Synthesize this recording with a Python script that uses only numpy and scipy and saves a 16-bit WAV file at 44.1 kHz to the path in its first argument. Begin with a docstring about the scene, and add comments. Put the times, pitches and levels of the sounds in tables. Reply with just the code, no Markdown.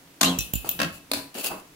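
"""A steel ruler overhanging a table, struck with a small tube, slaps the top, buzzes and flips.
It knocks against the microphone's case and rings, wavering as it bends, then clatters on the
table edge and drops off. Two clacks, dull bumps and a skittering rattle follow as things settle
on the floor of a small room. Hits are bursts of shaped noise plus the dying modes of what was hit."""
import sys
import numpy as np
from scipy import signal
from scipy.fft import rfft, irfft
from scipy.io import wavfile

SR = 44100
rng = np.random.default_rng(int(sys.argv[2]) if len(sys.argv) > 2 else 0)


def generate_wav(signal):
    """Clip the signal to [-1, 1] and save it as 16-bit WAV at the path in sys.argv[1]."""
    frames = np.transpose(np.atleast_2d(signal))
    scaled = np.clip(frames, -1, 1) * 32767
    pcm = np.round(scaled).astype(np.int16)
    wavfile.write(sys.argv[1], SR, pcm)


N = 77175
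T = np.arange(N) / SR
TAIL = 16384  # longest ring or reverb, in samples


def amp(db):
    """Decibels to gain."""
    return 10 ** (np.asarray(db) / 20)


def curve_at(points, hz):
    """Reads a curve on a log-frequency axis."""
    freqs, values = np.transpose(points)
    return np.interp(np.log(hz + 1), np.log(freqs), values)


def unit_rms(x):
    """Scales to rms 1."""
    return x / np.sqrt(np.mean(x ** 2) + 1e-20)


def pan(left_db):
    """Left and right gains for a level difference."""
    return amp([[left_db / 2], [-left_db / 2]])


def fader(times_s, levels_db):
    """A level ride, silent outside its points."""
    return amp(np.interp(T, times_s, levels_db, -120, -120))


def burst(start_s, db, rise_s, decay_s):
    """Envelope with a linear attack and an exponential decay."""
    out = np.zeros(N)
    first = np.searchsorted(T, start_s)
    age = T[first:first + TAIL] - start_s
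    attack = np.minimum(age / rise_s, 1)
    out[first:first + TAIL] = amp(db) * attack * np.exp(-np.maximum(age - rise_s, 0) / decay_s)
    return out


def convolve(x, response):
    """Filters one or two channels."""
    return signal.fftconvolve(np.atleast_2d(x), np.atleast_2d(response), axes=1)[:, :N]


def eq(x, points, left_db, size=2048):
    """Minimum-phase EQ of unit power; the treble leans to one side."""
    hz = np.fft.rfftfreq(size, 1 / SR)
    gain = amp(curve_at(points, hz)) * pan(left_db) ** (hz ** 2 / (hz ** 2 + 3000 ** 2))
    cepstrum = irfft(np.log(gain))
    cepstrum[:, 1:size // 2] *= 2
    cepstrum[:, size // 2 + 1:] = 0
    response = irfft(np.exp(rfft(cepstrum)))
    return convolve(x, response / np.sqrt(np.sum(response ** 2) / 2))


def resonate(x, hz, width_hz):
    """A resonance at a steady or gliding pitch."""
    carrier = np.exp(2j * np.pi * np.cumsum(hz * np.ones(N)) / SR)
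    pole = np.exp(-np.pi * width_hz / SR)
    return (carrier * signal.lfilter([(1 - pole) ** 2], [1, -2 * pole, pole * pole], x / carrier)).real


# Likeness of left and right: freq_hz, correlation
STEREO_LIKENESS = [(50, 0.88), (250, 0.94), (600, 0.67), (1200, 0.13), (2500, 0.047), (15000, 0.1)]

def noise(size=N):
    """Stereo white noise, narrow in the bass and wide in the treble."""
    left, other = rfft(rng.standard_normal((2, size)))
    likeness = curve_at(STEREO_LIKENESS, np.fft.rfftfreq(size, 1 / SR))
    right = likeness * left + np.sqrt(1 - likeness ** 2) * other
    return irfft(np.array([left, right]), size)


def ring(hits, modes):
    """Dying modes set off by each hit (start_s, level_db); higher ones spread wider in stereo."""
    out = np.zeros((2, N + TAIL))
    for hz, mode_db, t60 in modes:
        age = T[:TAIL][T[:TAIL] < 1.2 * t60]
        envelope = amp(mode_db - 60 * age / t60) * (1 - np.exp(-age * hz))
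        wave = envelope * np.exp(2j * np.pi * hz * age)
        phase_gap = np.arccos(curve_at(STEREO_LIKENESS, hz)) * rng.choice([-1, 1])
        stereo = np.array([wave, wave * np.exp(1j * phase_gap)])
        for count, (start, db) in enumerate(hits):
            first = round(start * SR)
            phase = 2 * np.pi * hz * start + count * np.pi / 2  # each hit adds in quadrature
            out[:, first:first + len(age)] += (amp(db) * np.exp(1j * phase) * stereo).imag
    return out[:, :N]


def impacts(hits, tone, modes, left_db):
    """Each hit is a burst of tiny contacts plus the ring of what was hit."""
    contacts = eq(noise() * sum(burst(*hit) for hit in hits), tone, left_db)
    return contacts + ring([hit[:2] for hit in hits], modes)


# Decay of the small room: freq_hz, t60_s
ROOM_DECAY = [(100, 0.53), (260, 0.31), (700, 0.34), (1840, 0.35), (4850, 0.3), (12800, 0.32)]

def room(x, wet_db, build_s=0.0022):
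    """Adds a diffuse tail that builds up, then dies band by band."""
    hz, age, bands = signal.stft(noise(TAIL), SR, nperseg=256)
    decay = amp(-60 * age / curve_at(ROOM_DECAY, hz)[:, None])
    tail = signal.istft(bands * decay, SR, nperseg=256)[1][:, :TAIL]
    tail *= 1 - np.exp(-(T[:TAIL] / build_s) ** 2)
    return x + amp(wet_db) * convolve(x, tail / np.linalg.norm(tail[0]))


# Room tone: freq_hz, gain_db
AIR_EQ = [(30, -11), (110, -9), (165, 2.5), (215, -13.5), (275, 2), (400, -8), (800, -11.5), (2000, -13),
          (5700, -17.5), (15500, -21.5)]

def air():
    """A quiet, steady bed of air."""
    return amp(-52.5) * eq(noise(), AIR_EQ, left_db=-1)


# Slaps on the table top: start_s, level_db, rise_s, decay_s
SLAPS = [(.2095, -11.5, 0.0042, 0.0058), (.2302, -12, 0.00047, 0.0079), (.2437, -20, 0.0013, 0.01)]
# Tone of the smack: freq_hz, gain_db
SLAP_EQ = [(35, -50), (60, -42), (206, 1), (403, -5), (453, -11), (688, -4), (953, -25), (1170, -3.5),
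           (1960, -9), (2530, -9), (4120, -3.5), (5320, -10), (6870, -4.5), (9080, -13), (12600, -12),
           (14500, -15.5), (15500, -35)]
# Table and ruler ringing together: pitch_hz, gain_db, t60_s
TABLE_MODES = [(221, -14.5, 0.14), (278, -22, 0.16), (645.4, -19.5, 0.41), (711, -16.5, 0.26),
               (826, -20, 0.31), (1052, -12.5, 0.19), (1167, -15, 0.19)]

def slaps():
    """The struck ruler slaps the table top and both ring."""
    return room(impacts(SLAPS, SLAP_EQ, TABLE_MODES, left_db=3.5), wet_db=-6.5, build_s=0.011)


# Course of the buzz: time_s, hum_db, zing_hz, zing_db
BUZZ_CURVE = [(.235, -35.5, 2520, -26.5), (.258, -23, 2900, -24), (.276, -19, 2980, -34),
              (0.292, -20.5, 3400, -29), (0.32, -23, 3260, -34), (.335, -26.5, 2886, -38.5),
              (0.355, -28.5, 2660, -46), (0.381, -30.5, 2670, -48)]
# Harmonics of the hum: harmonic_number, gain_db
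HUM_HARMONICS = [(1, -26), (2, -4.5), (3, -3), (4, -18), (5, -22), (7, -29), (11, -19)]
# Flashes of a higher zing: start_s, level_db, rise_s, decay_s
UPPER_ZINGS = [(0.257, -19.5, .003, 0.0072), (0.27, -24, .004, 0.018)]

def buzz(beat_hz=88.33, beat_decay_cycles=0.79):
    """The ruler beats on the table: a hum, a rasp, and a zing that glides as the contact point shifts."""
    times, hum_db, zing_hz, zing_db = np.transpose(BUZZ_CURVE)
    cycles = beat_hz * (T - times[0])
    hum = sum(amp(db) * np.cos(2 * np.pi * (k * cycles + rng.random())) for k, db in HUM_HARMONICS)
    chatter = noise() * (0.47 + np.exp(-(cycles % 1) / beat_decay_cycles))
    rasp = amp(-14) * unit_rms(resonate(chatter, hz=510, width_hz=860))
    glide_hz = np.interp(T, times, zing_hz)
    tone = np.cos(2 * np.pi * np.cumsum(glide_hz) / SR + np.array([[0], [np.pi / 2]]))
    zing = unit_rms(tone + unit_rms(resonate(chatter, glide_hz, width_hz=320)))
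    flashes = sum(burst(*row) for row in UPPER_ZINGS)
    upper_zing = unit_rms(resonate(chatter, hz=4000, width_hz=380)) * flashes
    treble = zing * fader(times, zing_db) + upper_zing
    return (hum + rasp) * fader(times, hum_db) + room(treble * pan(1.9), wet_db=-10)


# Level ride of the low end: time_s, level_db
RUMBLE_RIDE = [(.2, -71), (.26, -37), (.6, -58), (.66, -45.5), (.75, -47), (.92, -50.5), (1.05, -65.5),
               (1.2, -44), (1.3, -67)]
# Tone of the rumble: freq_hz, gain_db
RUMBLE_EQ = [(30, -13), (85, -1.5), (170, -1.5), (500, -11), (3000, -28)]

def rumble():
    """Low noise swells and ebbs under the hits."""
    return eq(noise(), RUMBLE_EQ, left_db=-4) * fader(*np.transpose(RUMBLE_RIDE))


def thump(start_s, db, push_s=0.00168, sway_hz=58, sway_s=0.028):
    """A knock through the case: one pull and push, then a slow sway."""
    age = np.maximum(T - start_s, 0)
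    progress = age / push_s
    push = -2 * progress ** 2 * (1 - progress / 2) * np.exp(-progress ** 2 / 2.53)
    sway = 0.24 * np.sin(2 * np.pi * sway_hz * age) * np.exp(-age / sway_s)
    return amp(db) * (push + sway)


def flex(x, rate_hz=58, pitch_depth=0.011):
    """The ruler bends as it flies, so the pitch of its ring wavers."""
    bend = unit_rms(resonate(rng.standard_normal(N), rate_hz, width_hz=rate_hz))
    warped_s = T + pitch_depth * bend / (2 * np.pi * rate_hz)
    return np.array([np.interp(warped_s, T, channel) for channel in x])


# Knocks on the case: start_s, tick_db, thump_db, low_ring_db, mid_ring_db, high_ring_db, top_ring_db
KNOCKS = [(0.3883, -14.5, -13.5, -29.5, -21, -25, -40), (.407, -25, -22, -39, -25.5, -37, -31),
          (0.4251, -33, -35, -36, -46, -48, -37), (0.5367, -15.5, -12, -43, -58, -28.5, -11.5),
          (0.5546, -25.5, -12.5, -38.5, -65, -28.5, -14), (0.572, -63, -25.5, -55, -62, -47, -44),
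          (0.6914, -15, -32, -39.5, -37, -37, -6), (0.7126, -28.5, -50, -43, -41, -40, -13)]
# The ruler's free ring, in low, mid, high and top groups: pitch_hz, gain_db, t60_s
RULER_MODES = [
    [(2583, -5, 0.38), (2703, -6, 0.16), (3050, -13, 0.18)],
    [(3520, -16, 0.19), (3940, -12, 0.074), (4150, -19.5, .15), (4980, -10.5, 0.05), (5910, 0, 0.056)],
    [(6940, -4, 0.07), (7230, -2.5, 0.08)],
    [(13660, -9, 0.028), (13100, -7, .025), (14300, -7.5, 0.034)],
]
# Tones of the tick and of the shimmer after it: freq_hz, gain_db
TICK_EQ = [(100, -9), (1000, -3), (2100, -5), (3000, 1.5), (5000, -9.5), (7300, 4), (8500, -3.5),
           (14000, 5.5), (16000, -2.5)]
SHIMMER_EQ = [(100, -27), (2200, -27), (2650, 6), (3500, -1.5), (5000, -10), (7200, -9), (8400, -10),
              (9600, -0.5), (14000, -3), (16000, -0.5)]

def knocks(tick_s=0.0011, lead_s=0.003, shimmer_s=0.053):
    """The flying ruler hits the case: a tick, ringing steel, and a thump on the right."""
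    tick_level = sum(burst(start, db, 0.00027, tick_s) + burst(start - lead_s, db - 12, 0.0017, 0.0016)
                     for start, db, *_ in KNOCKS)
    shimmer_level = sum(burst(start, db - 18.5, 0.0025, shimmer_s) for start, db, *_ in KNOCKS)
    thumps = sum(thump(start, db) for start, _, db, *_ in KNOCKS)
    low, *upper = (ring([(start, ring_db[group]) for start, _, _, *ring_db in KNOCKS], modes)
                   for group, modes in enumerate(RULER_MODES))
    steel = (low + flex(sum(upper))) * pan(3.6)
    ticks = eq(noise() * tick_level, TICK_EQ, left_db=-3)
    airborne = room(ticks + steel, wet_db=-9)
    shimmer = eq(noise() * shimmer_level, SHIMMER_EQ, left_db=2.5)
    return airborne + shimmer + thumps * np.array([[0.03], [1]])


# Sliding scuffs: start_s, level_db, rise_s, decay_s
SCUFFS = [(.6458, -30.5, .0005, 0.0063), (.655, -38, .012, 0.016), (1.488, -32, .03, 0.039)]
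# Tone of the rub: freq_hz, gain_db
SCUFF_EQ = [(100, -14), (210, 4), (400, 1.5), (650, 4), (1200, 1), (1900, -13.5), (9000, -32)]

def scuffs():
    """Brief slides give a dull rub with no ring."""
    return impacts(SCUFFS, SCUFF_EQ, modes=[], left_db=-3)


# Runs of metal chatter: start_s, length_s, level_db
SKITTERS = [(0.647, 0.039, -42), (0.924, 0.062, -46.5), (1.343, 0.046, -39), (1.385, 0.061, -35),
            (1.439, 0.051, -33), (1.496, 0.11, -50.5)]
# Sharp taps among them: start_s, level_db, rise_s, decay_s
TAPS = [(1.4442, -24.5, .0004, 0.0024), (1.451, -27, 0.00058, .003), (1.4608, -21.5, .0004, 0.0024),
        (1.4663, -24, 0.00088, 0.0036)]
# Tone of the chatter: freq_hz, gain_db
SKITTER_EQ = [(100, -25), (500, 0.5), (2200, -8.5), (2680, 9), (3600, -6), (4500, 2), (5600, -6),
              (7400, 0.5), (8500, -4.5), (10300, 2.5), (12800, -5.5), (14000, 1.5), (16000, -6)]

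def skitter(clicks_per_s=3000, fade_s=0.0066, grain_s=0.0014):
    """Steel chatters and slides: dense tiny contacts and a few sharp taps keep the ruler ringing."""
    level = sum(amp(db) * np.clip(np.minimum(T - start, start + length - T) / fade_s + 0.5, 0, 1)
                for start, length, db in SKITTERS)
    clicks = (rng.random(N) < clicks_per_s / SR) * amp(np.minimum(rng.exponential(1, N), 3))
    grain = unit_rms(signal.lfilter([1], [1, -np.exp(-1 / (grain_s * SR))], clicks))
    contacts = noise() * (level * grain + sum(burst(*tap) for tap in TAPS))
    singing = amp(14) * resonate(contacts, hz=2620, width_hz=70)
    return eq(contacts, SKITTER_EQ, left_db=5) + room(singing, wet_db=1.5, build_s=0.022)


# Hits on the table edge: start_s, level_db, rise_s, decay_s
CLATTER = [(.7902, -23.5, 0.0015, 0.0053), (.8008, -17, 0.00035, 0.0036), (.816, -13.5, .0003, 0.0034),
           (.8315, -17, 0.00022, 0.003), (.843, -27, 0.0016, 0.0095)]
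# Tone of their attack: freq_hz, gain_db
CLATTER_EQ = [(29, -42), (50, -12.5), (211, 0.5), (367, -13), (652, -4.5), (849, -13), (1080, -4),
              (1220, -8), (1410, -4.5), (1880, -9.5), (2620, -10.5), (3150, -9), (5000, -16), (7730, -22),
              (15500, -26.5)]
# Ring of ruler and edge: pitch_hz, gain_db, t60_s
EDGE_MODES = [(72, -26.5, .6), (199.2, -22, 0.07), (270.7, -15, 0.091), (539, -22, 0.11), (656, -13, 0.14),
              (1091, -20.5, 0.14), (1423, -26, 0.1), (1526, 1, 0.0084), (1640, -24, 0.069),
              (2612, -14.5, 0.31)]

def clatter(echo_s=0.0037, echo_db=-7.5):
    """The ruler clatters on the table edge, with one echo from a near surface."""
    direct = impacts(CLATTER, CLATTER_EQ, EDGE_MODES, left_db=4)
    echo = np.pad(direct, ((0, 0), (round(echo_s * SR), 0)))[:, :N]
    return room(direct + amp(echo_db) * echo, wet_db=-5.5)


# Modes of the overhang: pitch_hz, gain_db, t60_s
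TWANG_MODES = [(167.7, -23, 0.18), (337, -32, 0.18), (1030, -37, 0.13)]

def twang(start_s=0.8475):
    """The overhang swings free with a short, low note."""
    return ring([(start_s, 0)], TWANG_MODES)


# Two clacks on the floor and an echo: start_s, level_db, rise_s, decay_s
CLACKS = [(1.1151, -16.5, 0.00066, 0.0038), (1.1347, -17.5, 0.00035, 0.0053), (1.1452, -29, 0.00065, 0.011)]
# Tone of their attack: freq_hz, gain_db
CLACK_EQ = [(80, -21.5), (280, -8.5), (600, -5), (1300, -12.5), (2000, -13.5), (2550, -6.5), (3200, -14.5),
            (3900, -7), (4250, -0.5), (4800, -8), (5700, -13), (6900, -16.5), (9200, -12), (14000, -16),
            (15600, -18.5)]
# Their ring: pitch_hz, gain_db, t60_s
CLACK_MODES = [(275, -10, 0.13), (500, -3.5, 0.02), (634, -22.5, 0.22), (989, -23.5, 0.23),
               (4200, -14, 0.12), (4470, -4, 0.01), (4650, -17, .035)]

def clacks():
    """Two hard hits on the floor, then a faint echo."""
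    return room(impacts(CLACKS, CLACK_EQ, CLACK_MODES, left_db=4.5), wet_db=-4, build_s=0.02)


# Dull bumps: start_s, level_db, rise_s, decay_s
BUMPS = [(1.35, -33, 0.0016, 0.012), (1.372, -36.5, 0.0024, 0.036), (1.445, -41, 0.0021, 0.05)]
# Tone of their attack: freq_hz, gain_db
BUMP_EQ = [(60, -21), (140, -18), (220, 4), (370, 0.5), (550, 0), (1000, -8.5), (4000, -13), (9000, -32)]
# Their low ring: pitch_hz, gain_db, t60_s
BUMP_MODES = [(280, -9, .15), (452, -6.5, .35), (546, -9, 0.33)]

def bumps():
    """Things settle on the floor with soft, hollow bumps."""
    return impacts(BUMPS, BUMP_EQ, BUMP_MODES, left_db=-2)


def scene():
    """The ruler's trip from table to floor, over quiet air and a low rumble."""
    hits = slaps() + buzz() + knocks() + clatter() + twang() + clacks()
    small_contacts = room(bumps() + scuffs() + skitter(), wet_db=-7)
    return hits + small_contacts + rumble() + air()


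def record(dry):
    """A steep high cut at 15850 Hz."""
    high_cut = signal.firwin(511, 15850, window=("kaiser", 9), fs=SR)
    return signal.oaconvolve(dry, high_cut[None], "same")


dry = scene()
out = record(dry)
generate_wav(out)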